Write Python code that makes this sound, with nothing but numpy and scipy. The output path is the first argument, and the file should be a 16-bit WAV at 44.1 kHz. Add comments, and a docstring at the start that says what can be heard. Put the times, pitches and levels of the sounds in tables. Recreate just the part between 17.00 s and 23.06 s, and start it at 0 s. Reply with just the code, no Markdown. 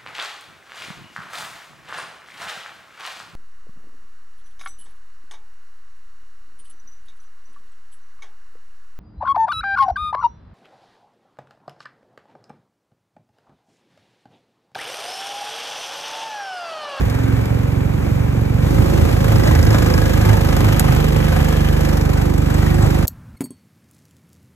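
"""A single-cylinder four-stroke engine drives a small cart over a leafy yard, heard from the seat.
It putters lightly, then pulls under more throttle. Each cycle: a deep gas pulse, knocks from firing
and valves, a bark through the muffler, a spit of clatter. Covers and sheet metal ring with the firings.
Bumps boom the body, loose parts rattle and clunk, dry leaves crack under the tyres,
and one sharp snap stands out among faint ones."""
import sys
import numpy as np
from scipy import signal
from scipy.fft import rfft, irfft, next_fast_len
from scipy.io import wavfile
from scipy.ndimage import uniform_filter1d, map_coordinates

SR = 44100
rng = np.random.default_rng(int(sys.argv[2]) if len(sys.argv) > 2 else 0)


def put_to_file(sound):
    """Save the sound as 16-bit audio at rate SR, in the file named by the first command-line argument."""
    columns = np.atleast_2d(sound).T  # one column per channel
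    safe = np.clip(columns, -1, 1)
    whole_steps = np.round(safe * 32767)
    wavfile.write(sys.argv[1], SR, whole_steps.astype(np.int16))


N = 267061

# ground bumps: (centre [s], boom pitch [Hz], level [dB], length [s])
BUMPS = [(0.034, 50.8, -16.5, 0.19), (1.795, 111, -11, 0.13), (2.029, 80, -15.5, 0.23),
         (2.118, 122, -14.5, 0.1), (2.218, 78, -16, 0.09), (2.359, 105.2, -9, 0.3), (2.558, 80, -10.5, 0.3),
         (2.73, 109.4, -9, 0.27), (2.966, 78.7, -14.5, 0.17), (3.309, 104.8, -9, 0.24),
         (3.634, 105.3, -10.5, 0.28), (3.731, 72, -18.5, 0.17), (3.926, 129, -11.5, 0.22),
         (4.181, 117, -14, 0.095), (4.36, 79.5, -12.5, 0.18), (5.805, 106.6, -14.5, 0.2)]
# dull clatter and bright hiss spectra: (frequency [Hz], density [dB])
CLATTER_SPECTRUM = [(120, -31), (250, -44), (450, -5.5), (680, -2.5), (950, -5.5), (1300, -7), (1750, -11),
                    (2400, -10.5), (3300, -20), (4500, -30), (9000, -62)]
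HISS_SPECTRUM = [(1500, 3), (3000, 3), (4200, 4.5), (5500, 3), (7000, 0), (9500, -1.5), (12500, -0.5),
                 (13800, -2.5), (14800, -22)]


def amp(db):
    """Decibels to gain."""
    return 10 ** (np.asarray(db) / 20)


def unit(x):
    """x at rms 1."""
    return x / np.sqrt(np.mean(x ** 2) + 1e-20)


def even(x):
    """Channels held at joint rms 1 over 0.25 s; shorter bursts stay."""
    power = uniform_filter1d(np.mean(x ** 2, axis=0), size=SR // 4)
    return x / np.sqrt(np.abs(power) + 1e-12)


def along(points, hz):
    """(frequency [Hz], value) points read on a log axis."""
    f, v = np.transpose(points)
    return np.interp(np.log(hz + 1), np.log(f + 1), v)


def curve(points):
    """(time [s], value) points read at every sample."""
    return np.interp(np.arange(N) / SR, *np.transpose(points))


def swell(centre_s, length_s):
    """Smooth rise and fall, peak 1."""
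    return np.cos(np.pi * np.clip((np.arange(N) / SR - centre_s) / length_s, -.5, .5)) ** 2


def wobble(rate_hz):
    """Smooth random curve, rate_hz knots a second."""
    knots = rng.standard_normal(int(N * rate_hz / SR) + 4)
    return map_coordinates(knots, [np.arange(N) * rate_hz / SR])


def noise():
    """Two independent white noises."""
    return rng.standard_normal((2, N))


def filtered(x, response):
    """x through a complex frequency response."""
    size = next_fast_len(N + SR // 2)
    return irfft(rfft(x, size) * response(np.fft.rfftfreq(size, 1 / SR)), size)[..., :N]


def resonate(x, modes):
    """x through parallel modes of alternating sign: (pitch [Hz], width [Hz], gain [dB])."""
    return filtered(x, lambda f: sum((-1) ** k * amp(db) * 1j * f * w / (hz * hz - f * f + 1j * f * w)
                                     for k, (hz, w, db) in enumerate(modes)))


def coloured(pair, spectrum):
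    """Two independent signals to a partly coherent left and right with the given spectrum."""
    # left-right likeness: (frequency [Hz], coherence [0-1])
    coherence = [(60, .6), (130, .55), (290, .3), (600, .5), (1300, .5), (2500, .7), (4000, .6),
                 (8000, .85), (12000, .94)]

    def response(hz):
        angle = np.arccos(np.clip(along(coherence, hz), 0, 1)) / 2
        return amp(along(spectrum, hz)) * [np.cos(angle), np.sin(angle)]

    mid, side = filtered(pair, response)
    return np.array([mid + side, mid - side])


def per_cycle(cycle, scatter_db=1.1):
    """A new random gain each engine cycle."""
    index = np.floor(cycle - np.floor(cycle[0])).astype(int)
    return amp(scatter_db * rng.standard_normal(size=400)[index])


def strikes(cycle, at):
    """One uneven impulse a cycle, at the phase `at` [cycles]."""
    impulses = np.diff(np.floor(cycle - at), prepend=np.floor(cycle[0] - at))
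    return impulses * per_cycle(cycle - at + .5)


def flare(cycle, at, rise, fade):
    """One uneven burst envelope a cycle; at, rise and fade in cycles."""
    age = (cycle - at) % 1
    return (1 - np.exp(-age / rise)) * np.exp(-age / fade) * per_cycle(cycle - at)


def crank():
    """Engine cycles turned so far; the speed hunts a little."""
    # engine speed: (time [s], cycle rate [Hz])
    speed = [(0.0, 22.23), (1.0, 23.23), (1.58, 23.25), (1.76, 25.93), (2.1, 26.03), (3.5, 25.44),
             (4.2, 24.9), (5.4, 24.46), (5.75, 24.92), (6.06, 24.57)]
    return .37 + np.cumsum(curve(speed)) / SR + .004 * wobble(rate_hz=9)


def cart_pace(throttle, start=.74, inertia_s=.41):
    """Pace (0 standing, 1 flat out) trails the throttle."""
    pole = np.exp(-1 / (inertia_s * SR))
    return signal.lfilter([1 - pole], [1, -pole], throttle, zi=[start])[0]


def gas_pulse(cycle, throttle, early_cycles=.0028, uneven_db=.45):
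    """One deep suction pulse a cycle; the throttle sets its colour and strength."""
    # pulse spectra by throttle opening: (harmonic of the cycle rate, relative level [dB])
    light = [(1, -50), (2, -8), (3, 0), (4, 0.5), (5, 5.5), (6, -3), (7, -6.5), (8, -12), (9, -9.5),
             (10, -8.5)]
    cruising = [(1, -39), (2, 1), (3, 1.5), (4, -1.5), (5, -5), (6, -1.3), (7, -5.5), (8, -11.5), (9, -7.5),
                (10, -16.5)]
    firm = [(1, -36), (2, 1.5), (3, 0.5), (4, -13), (5, -8), (6, 2), (7, -8), (8, -14), (9, -9.5),
            (10, -27)]
    pulling = [(1, -36), (2, -1), (3, -1.5), (4, -1.5), (5, -6.5), (6, -5), (7, -12), (8, -14), (9, -17.5),
               (10, -20)]
    # swell and sag of the boom on harmonic 5: (time [s], gain [dB])
    boom_db = [(0, -4), (.22, 2), (.7, 2), (.85, 0.5), (1.1, -7), (1.2, 1), (1.55, 2), (1.7, -1)]
    boom = amp(curve(boom_db))

    def harmonic(k):
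        lead_turns = .2 * max(k - 6, 0)  # the highs run ahead
        return np.cos(2 * np.pi * (k * (cycle + early_cycles) + lead_turns)) * (boom if k == 5 else 1)

    def pulse(spectrum, level_db):
        rms = np.sqrt(sum(amp(db) ** 2 for k, db in spectrum) / 2)
        return -amp(level_db) * sum(amp(db) * harmonic(k) for k, db in spectrum) / rms

    pulses = [pulse(light, -18), pulse(cruising, -14), pulse(firm, -14.5), pulse(pulling, -15)]
    shares = [np.interp(throttle, [0, .5, .74, .9], row) for row in np.eye(4)]
    blend = sum(share * wave for share, wave in zip(shares, pulses))
    return blend * amp(uneven_db * wobble(rate_hz=24))


def frame_drone(cycle, drive, waver_db=3.5):
    """The frame hums near the engine's upper harmonics; each wavers separately left and right."""
    # frame partials: (multiple of the cycle rate, light level [dB], driving level [dB])
    partials = [(10.96, -43, -41), (11.985, -35, -34.5), (12.95, -49, -37), (14, -50, -33.5),
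                (15.95, -44.5, -43.5), (17, -57, -43.5), (17.96, -45.5, -40), (18.95, -50, -44.5),
                (21, -49, -40), (22, -51, -47)]
    hum = np.zeros((2, N))
    for k, light_db, driving_db in partials:
        turns = k * (cycle - .5) - .008 * (k - partials[0][0]) ** 2  # higher ones lag the firing
        for channel in hum:
            sway_turns = .09 * wobble(rate_hz=10)
            level_db = light_db + (driving_db - light_db) * drive + waver_db * wobble(rate_hz=7)
            channel += amp(level_db) * np.cos(2 * np.pi * (turns + sway_turns))
    return np.sqrt(2) * hum


def knocks(cycle, level_db, jitter_cycles=.0027):
    """Firing and two valves strike the block, never quite on time; the panels ring."""
    # blows: (phase after the gas pulse [cycles], relative strength)
    blows = [(.47, 0.65), (.76, 0.46), (.19, 1)]
    # cart panel modes: (pitch [Hz], width [Hz], gain [dB])
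    panel_modes = [(153, 40, 0.5), (240.4, 52, 0.5), (289, 80, -1.5), (354.7, 15, -7.5), (444, 50, -3),
                   (557, 41, -1), (790, 46, -2.5), (1130, 430, -17.5), (1690, 250, -20)]
    loose = cycle + jitter_cycles * wobble(rate_hz=30)
    impacts = sum(strength * strikes(loose, at) for at, strength in blows)
    return unit(resonate(impacts, panel_modes)) * amp(level_db)


def valves(cycle, throttle, ring_hz=2280, width_hz=260, light_db=-47, load_db=-14):
    """Slack valve gear chatters twice a cycle, fading as the throttle opens."""
    chatter = noise() * (flare(cycle, at=.11, rise=.022, fade=.46)
                         + flare(cycle, at=.57, rise=.037, fade=.12))
    mode = [(ring_hz, width_hz, 0)]
    return unit(resonate(resonate(chatter, mode), mode)) * amp(light_db + load_db * throttle)


def exhaust(cycle, level_db, roughness=.81, after_puff=.74, cutoff_hz=620):
    """Each firing barks through the muffler, part pulse, part turbulence; a weaker puff follows."""
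    # muffler modes: (pitch [Hz], width [Hz], gain [dB])
    muffler = [(186.5, 63, 0), (297, 46, -0.5), (350, 57, 0), (430, 82, -1.5), (542, 64, -0.5)]
    clean = strikes(cycle, at=.52) + after_puff * strikes(cycle, at=.079)
    turbulent = noise() * (flare(cycle, at=.45, rise=.06, fade=.12)
                           + after_puff * flare(cycle, at=.02, rise=.06, fade=.12))
    puffs = unit(resonate(clean, muffler)) + roughness * unit(resonate(turbulent, muffler))
    return unit(filtered(puffs, lambda hz: 1 / (1 + (hz / cutoff_hz) ** 8))) * amp(level_db)


def machinery(cycle, force, clatter_db, hiss_db, ring_db=-6):
    """Drive clatter, block ring and a bright ticking hiss, all pulsed by the firings."""
    # block and cover modes: (pitch [Hz], width [Hz], gain [dB])
    block_modes = [(729, 36, 15), (888, 29, 12.5), (1020, 30, 9), (1243, 51, 11.5), (1500, 40, 9.5),
                   (1652, 88, 7.5), (1950, 34, 7), (2343, 100, -2.5)]
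    bang = 1.15 * force * flare(cycle, at=.46, rise=.06, fade=.16)
    accent_db = 5 * swell(centre_s=5.05, length_s=1.2)
    tick = force * amp(accent_db) * flare(cycle, at=.49, rise=.2, fade=.12)
    clatter = even(coloured(noise() * (1 + bang), CLATTER_SPECTRUM))
    ring = amp(ring_db) * unit(resonate(noise() * bang, block_modes))
    hiss = even(coloured(noise() * (1 + 4.4 * tick), HISS_SPECTRUM))
    sway_db = .85 * wobble(rate_hz=10)
    return (clatter + ring) * amp(clatter_db + sway_db) + hiss * amp(hiss_db + sway_db)


def fittings(cycle, pace, rate_hz=1500, level_db=-42, spread_db=5, t60_s=.0035):
    """Loose fittings, shaken twice a cycle, give tiny metal clicks, louder with pace."""
    clicks = (rng.random(N) < rate_hz / SR) * amp(spread_db * rng.uniform(-1.2, 1, N))
    t = np.arange(SR // 100) / SR
    shaking = flare(cycle, at=.5, rise=.06, fade=.2) + .6 * flare(cycle, at=.13, rise=.02, fade=.08)
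    envelope = np.abs(signal.fftconvolve(clicks, amp(-60 * t / t60_s))[:N]) * shaking
    return unit(coloured(noise() * envelope * pace, HISS_SPECTRUM)) * amp(level_db + wobble(rate_hz=7.3))


def ground(jolt, jolt_db=13, lumpy_db=1, waver_rad=.56):
    """Tyres rumble on soft earth; each bump swells into a boom of the body."""
    # ground roughness: (time [s], rumble level [dB])
    roughness = [(0, -23.5), (1.55, -24.5), (1.75, -20), (2.8, -21), (3.6, -23), (4.3, -26), (5.3, -26.5),
                 (5.7, -23), (6.06, -24)]
    # tyre rumble: (frequency [Hz], density [dB])
    spectrum = [(20, -21), (45, -17), (75, -8.5), (105, -0.5), (150, -8), (210, -13), (290, -15),
                (450, -19), (900, -49)]
    rumble = unit(coloured(noise(), spectrum))
    rumble *= amp(curve(roughness) + jolt_db * jolt + lumpy_db * wobble(rate_hz=6.2))
    t = np.arange(N) / SR
    booms = np.zeros(N)
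    for s, hz, db, length_s in BUMPS:
        phase_rad = 2 * np.pi * (hz * (t - s) + rng.random()) + waver_rad * wobble(rate_hz=30)
        booms += amp(db) * swell(s, length_s) * np.sin(phase_rad)
    return rumble + booms


def rattles(relative_width=.37):
    """The ride sets loose parts chattering, each around its own pitch."""
    # rattles: (centre [s], pitch [Hz], level [dB], length [s])
    parts = [(0.213, 1500, -39.5, 1), (1.072, 286, -30, 0.16), (2.471, 547, -19.5, 0.1),
             (2.746, 740, -20.5, 0.085), (5.845, 760, -25, 0.13)]
    chatter = rng.standard_normal(N)
    return sum(amp(db) * swell(s, length_s) * unit(resonate(chatter, [(hz, relative_width * hz, 0)]))
               for s, hz, db, length_s in parts)


def clunks(t60_s=.036, crack_db=-6):
    """Loose parts hit the body: a dull crack and a short ring each."""
    # hits: (time [s], pitch [Hz], level [dB])
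    hits = [(0.807, 417, -18.5), (2.51, 1020, -17), (2.86, 546, -18.5), (3.603, 540, -22),
            (4.398, 436, -15), (4.843, 417, -25)]
    t = np.arange(SR // 8) / SR
    rings, cracks = np.zeros(N), np.zeros(N)
    for s, hz, db in hits:
        rings[round(s * SR):][:len(t)] += amp(db - 60 * t / t60_s) * np.sin(2 * np.pi * hz * t)
        cracks[round(s * SR):][:len(t)] += amp(db + crack_db - 60 * t / (t60_s / 2))
    return rings + cracks * unit(coloured(noise(), CLATTER_SPECTRUM))


def leaves(rate_hz=500, spread_db=3, t60_s=.0012):
    """Dry leaves break under the tyres in tiny uneven cracks, swelling with each drift."""
    # leaf drifts: (centre [s], level [dB], length [s])
    drifts = [(1.92, -45, 0.5), (2.71, -39, 3.1), (3.67, -37, 1.46), (4.403, -33.5, 1.64),
              (5.64, -39.5, .45)]
    # leaf rustle: (frequency [Hz], density [dB])
    spectrum = [(1200, 0.5), (2200, 2.5), (3200, 4.5), (4300, -22), (6000, -33), (12000, -14.5),
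                (15800, -30)]
    cracks = (rng.random(N) < rate_hz / SR) * amp(spread_db * rng.standard_normal(N))
    t = np.arange(SR // 100) / SR
    envelope = np.abs(signal.fftconvolve(cracks, amp(-60 * t / t60_s))[:N])
    depth = sum(amp(db) * swell(s, length_s) for s, db, length_s in drifts)
    return unit(coloured(noise() * envelope, spectrum)) * depth


def cover_buzzes(cycle, relative_width=.028):
    """Firings strike loose covers, which ring on at their own pitches."""
    # buzzing spells: (centre [s], pitch [Hz], level [dB], length [s])
    covers = [(1.98, 321, -22.5, 0.27), (2.528, 1940, -37, 0.68), (2.898, 1652, -37, 1.8),
              (2.95, 500, -27.5, 1), (3.33, 890, -24, 0.18), (4.19, 1940, -41, 0.4),
              (4.55, 1690, -38.5, 1.3), (5.688, 1880, -39, 0.6)]
    blows = rng.standard_normal(N) * flare(cycle, at=.47, rise=.05, fade=.45)
    return sum(amp(db) * swell(s, length_s) * even(resonate(blows, [(hz, relative_width * hz, 0)])[None])
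               for s, hz, db, length_s in covers)


def tinkles(cycle, width_hz=110, scatter_db=4.5):
    """Firings tap thin sheet metal, some hard, some barely; it rings briefly."""
    # tinkling spells: (centre [s], pitch [Hz], level [dB], length [s])
    sheets = [(2.7, 5080, -36, 1.1), (2.72, 7040, -44.5, 1.14), (4.85, 5560, -45, 0.79),
              (5.63, 7800, -47, 2)]
    sound = np.zeros(N)
    for s, hz, db, length_s in sheets:
        taps = rng.standard_normal(N) * flare(cycle, at=.48, rise=.02, fade=.1)
        taps *= per_cycle(cycle, scatter_db)
        sound += amp(db) * swell(s, length_s) * unit(resonate(taps, [(hz, width_hz, 0)]))
    return sound


def snaps(rise_s=.0004, crack_t60_s=.009, echo_t60_s=.05, echo_db=-13):
    """Hard, dry cracks, each with a short tail of echoes off the cart."""
    # snaps: (time [s], gain [dB])
    events = [(2.3195, -23), (2.6273, -22), (3.4474, -23), (3.7954, .5), (3.949, -18), (4.8074, -23),
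              (4.8877, -22), (4.972, -22), (5.381, -22)]
    # snap colour: (frequency [Hz], density [dB])
    spectrum = [(400, -20), (1500, -4.5), (3000, -6.5), (5000, -4), (7500, -1.5), (10500, -1.5), (12300, 3),
                (14000, -7), (15800, -24)]
    t = np.arange(SR // 10) / SR
    decay = amp(-60 * t / crack_t60_s) + amp(echo_db - 60 * t / echo_t60_s)
    crack = (1 - np.exp(-t / rise_s)) * decay
    envelope = np.zeros(N)
    for s, db in events:
        envelope[round(s * SR):][:len(t)] += amp(db) * crack
    return coloured(noise() * envelope, spectrum)


def at_seat(sound):
    """Sound reaches left and right at slightly different times and strengths."""
    # phase difference: (frequency [Hz], left lead [rad])
    lead = [(40, -.1), (130, -.25), (250, -.4), (350, -1.9), (450, -4.25), (850, -4.15), (1550, -5.9),
            (2400, -3.6), (2900, -3.6), (3700, -4.5), (4800, -3.1), (6400, -.7), (7600, .7), (9700, 3.14),
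            (12300, 6.1), (15000, 9.4)]
    # level difference: (frequency [Hz], left minus right [dB])
    balance = [(50, -1.2), (110, -2.9), (200, -6.8), (290, -8), (380, -6.8), (700, -2.6), (1200, .4),
               (2400, .6), (15000, 0)]
    side = np.array([[.5], [-.5]])
    return filtered(sound, lambda hz: amp(side * along(balance, hz)) * np.exp(1j * side * along(lead, hz)))


def scene():
    """The throttle loads the engine and sets the pace; bumps jolt the cart."""
    # throttle: (time [s], opening [0 light, 0.5 cruising, 1 pulling])
    opening = [(0, 0.025), (1.6, 0.16), (1.7, 1), (2.7, 0.98), (3.5, 0.88), (4.2, 0.69), (5.3, 0.4),
               (5.8, 0.56), (6.06, 0.37)]
    cycle = crank()
    throttle = np.clip(curve(opening), 0, 1)
    drive = np.minimum(2 * throttle, 1)  # fully engaged from half throttle
    pace = cart_pace(throttle)
    strain = np.maximum(throttle - pace, 0)
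    jolt = sum(amp(db) * swell(s, length_s) for s, hz, db, length_s in BUMPS)
    firing_cycle = cycle - .11 * (1 - pace)  # bark and clatter lag at low pace
    force = .3 + .45 * drive + .8 * pace

    knock_db = -35 + 5 * drive + 2.4 * pace
    bark_db = -33.5 + 5.75 * drive + 1.1 * pace + .5 * strain
    clatter_db = -34.5 + 1.73 * drive + 4.3 * pace + 6.5 * jolt
    hiss_db = -47 + 8.24 * drive + 5.53 * pace

    sound = gas_pulse(cycle, throttle) + frame_drone(cycle, drive)
    sound += knocks(cycle, knock_db) + valves(cycle, throttle)
    sound += exhaust(firing_cycle, bark_db) + machinery(firing_cycle, force, clatter_db, hiss_db)
    sound += ground(jolt)
    sound += fittings(firing_cycle, pace) + tinkles(firing_cycle) + cover_buzzes(firing_cycle)
    sound += clunks() + rattles() + leaves() + snaps()
    return at_seat(sound)


def record(dry, ceiling=.96, top_hz=15500):
    """Soft peak limit, then a brick-wall low-pass."""
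    rounded = dry / (1 + (dry / ceiling) ** 8) ** (1 / 8)
    return filtered(rounded, lambda hz: hz < top_hz)


dry = scene()
out = record(dry)
put_to_file(out)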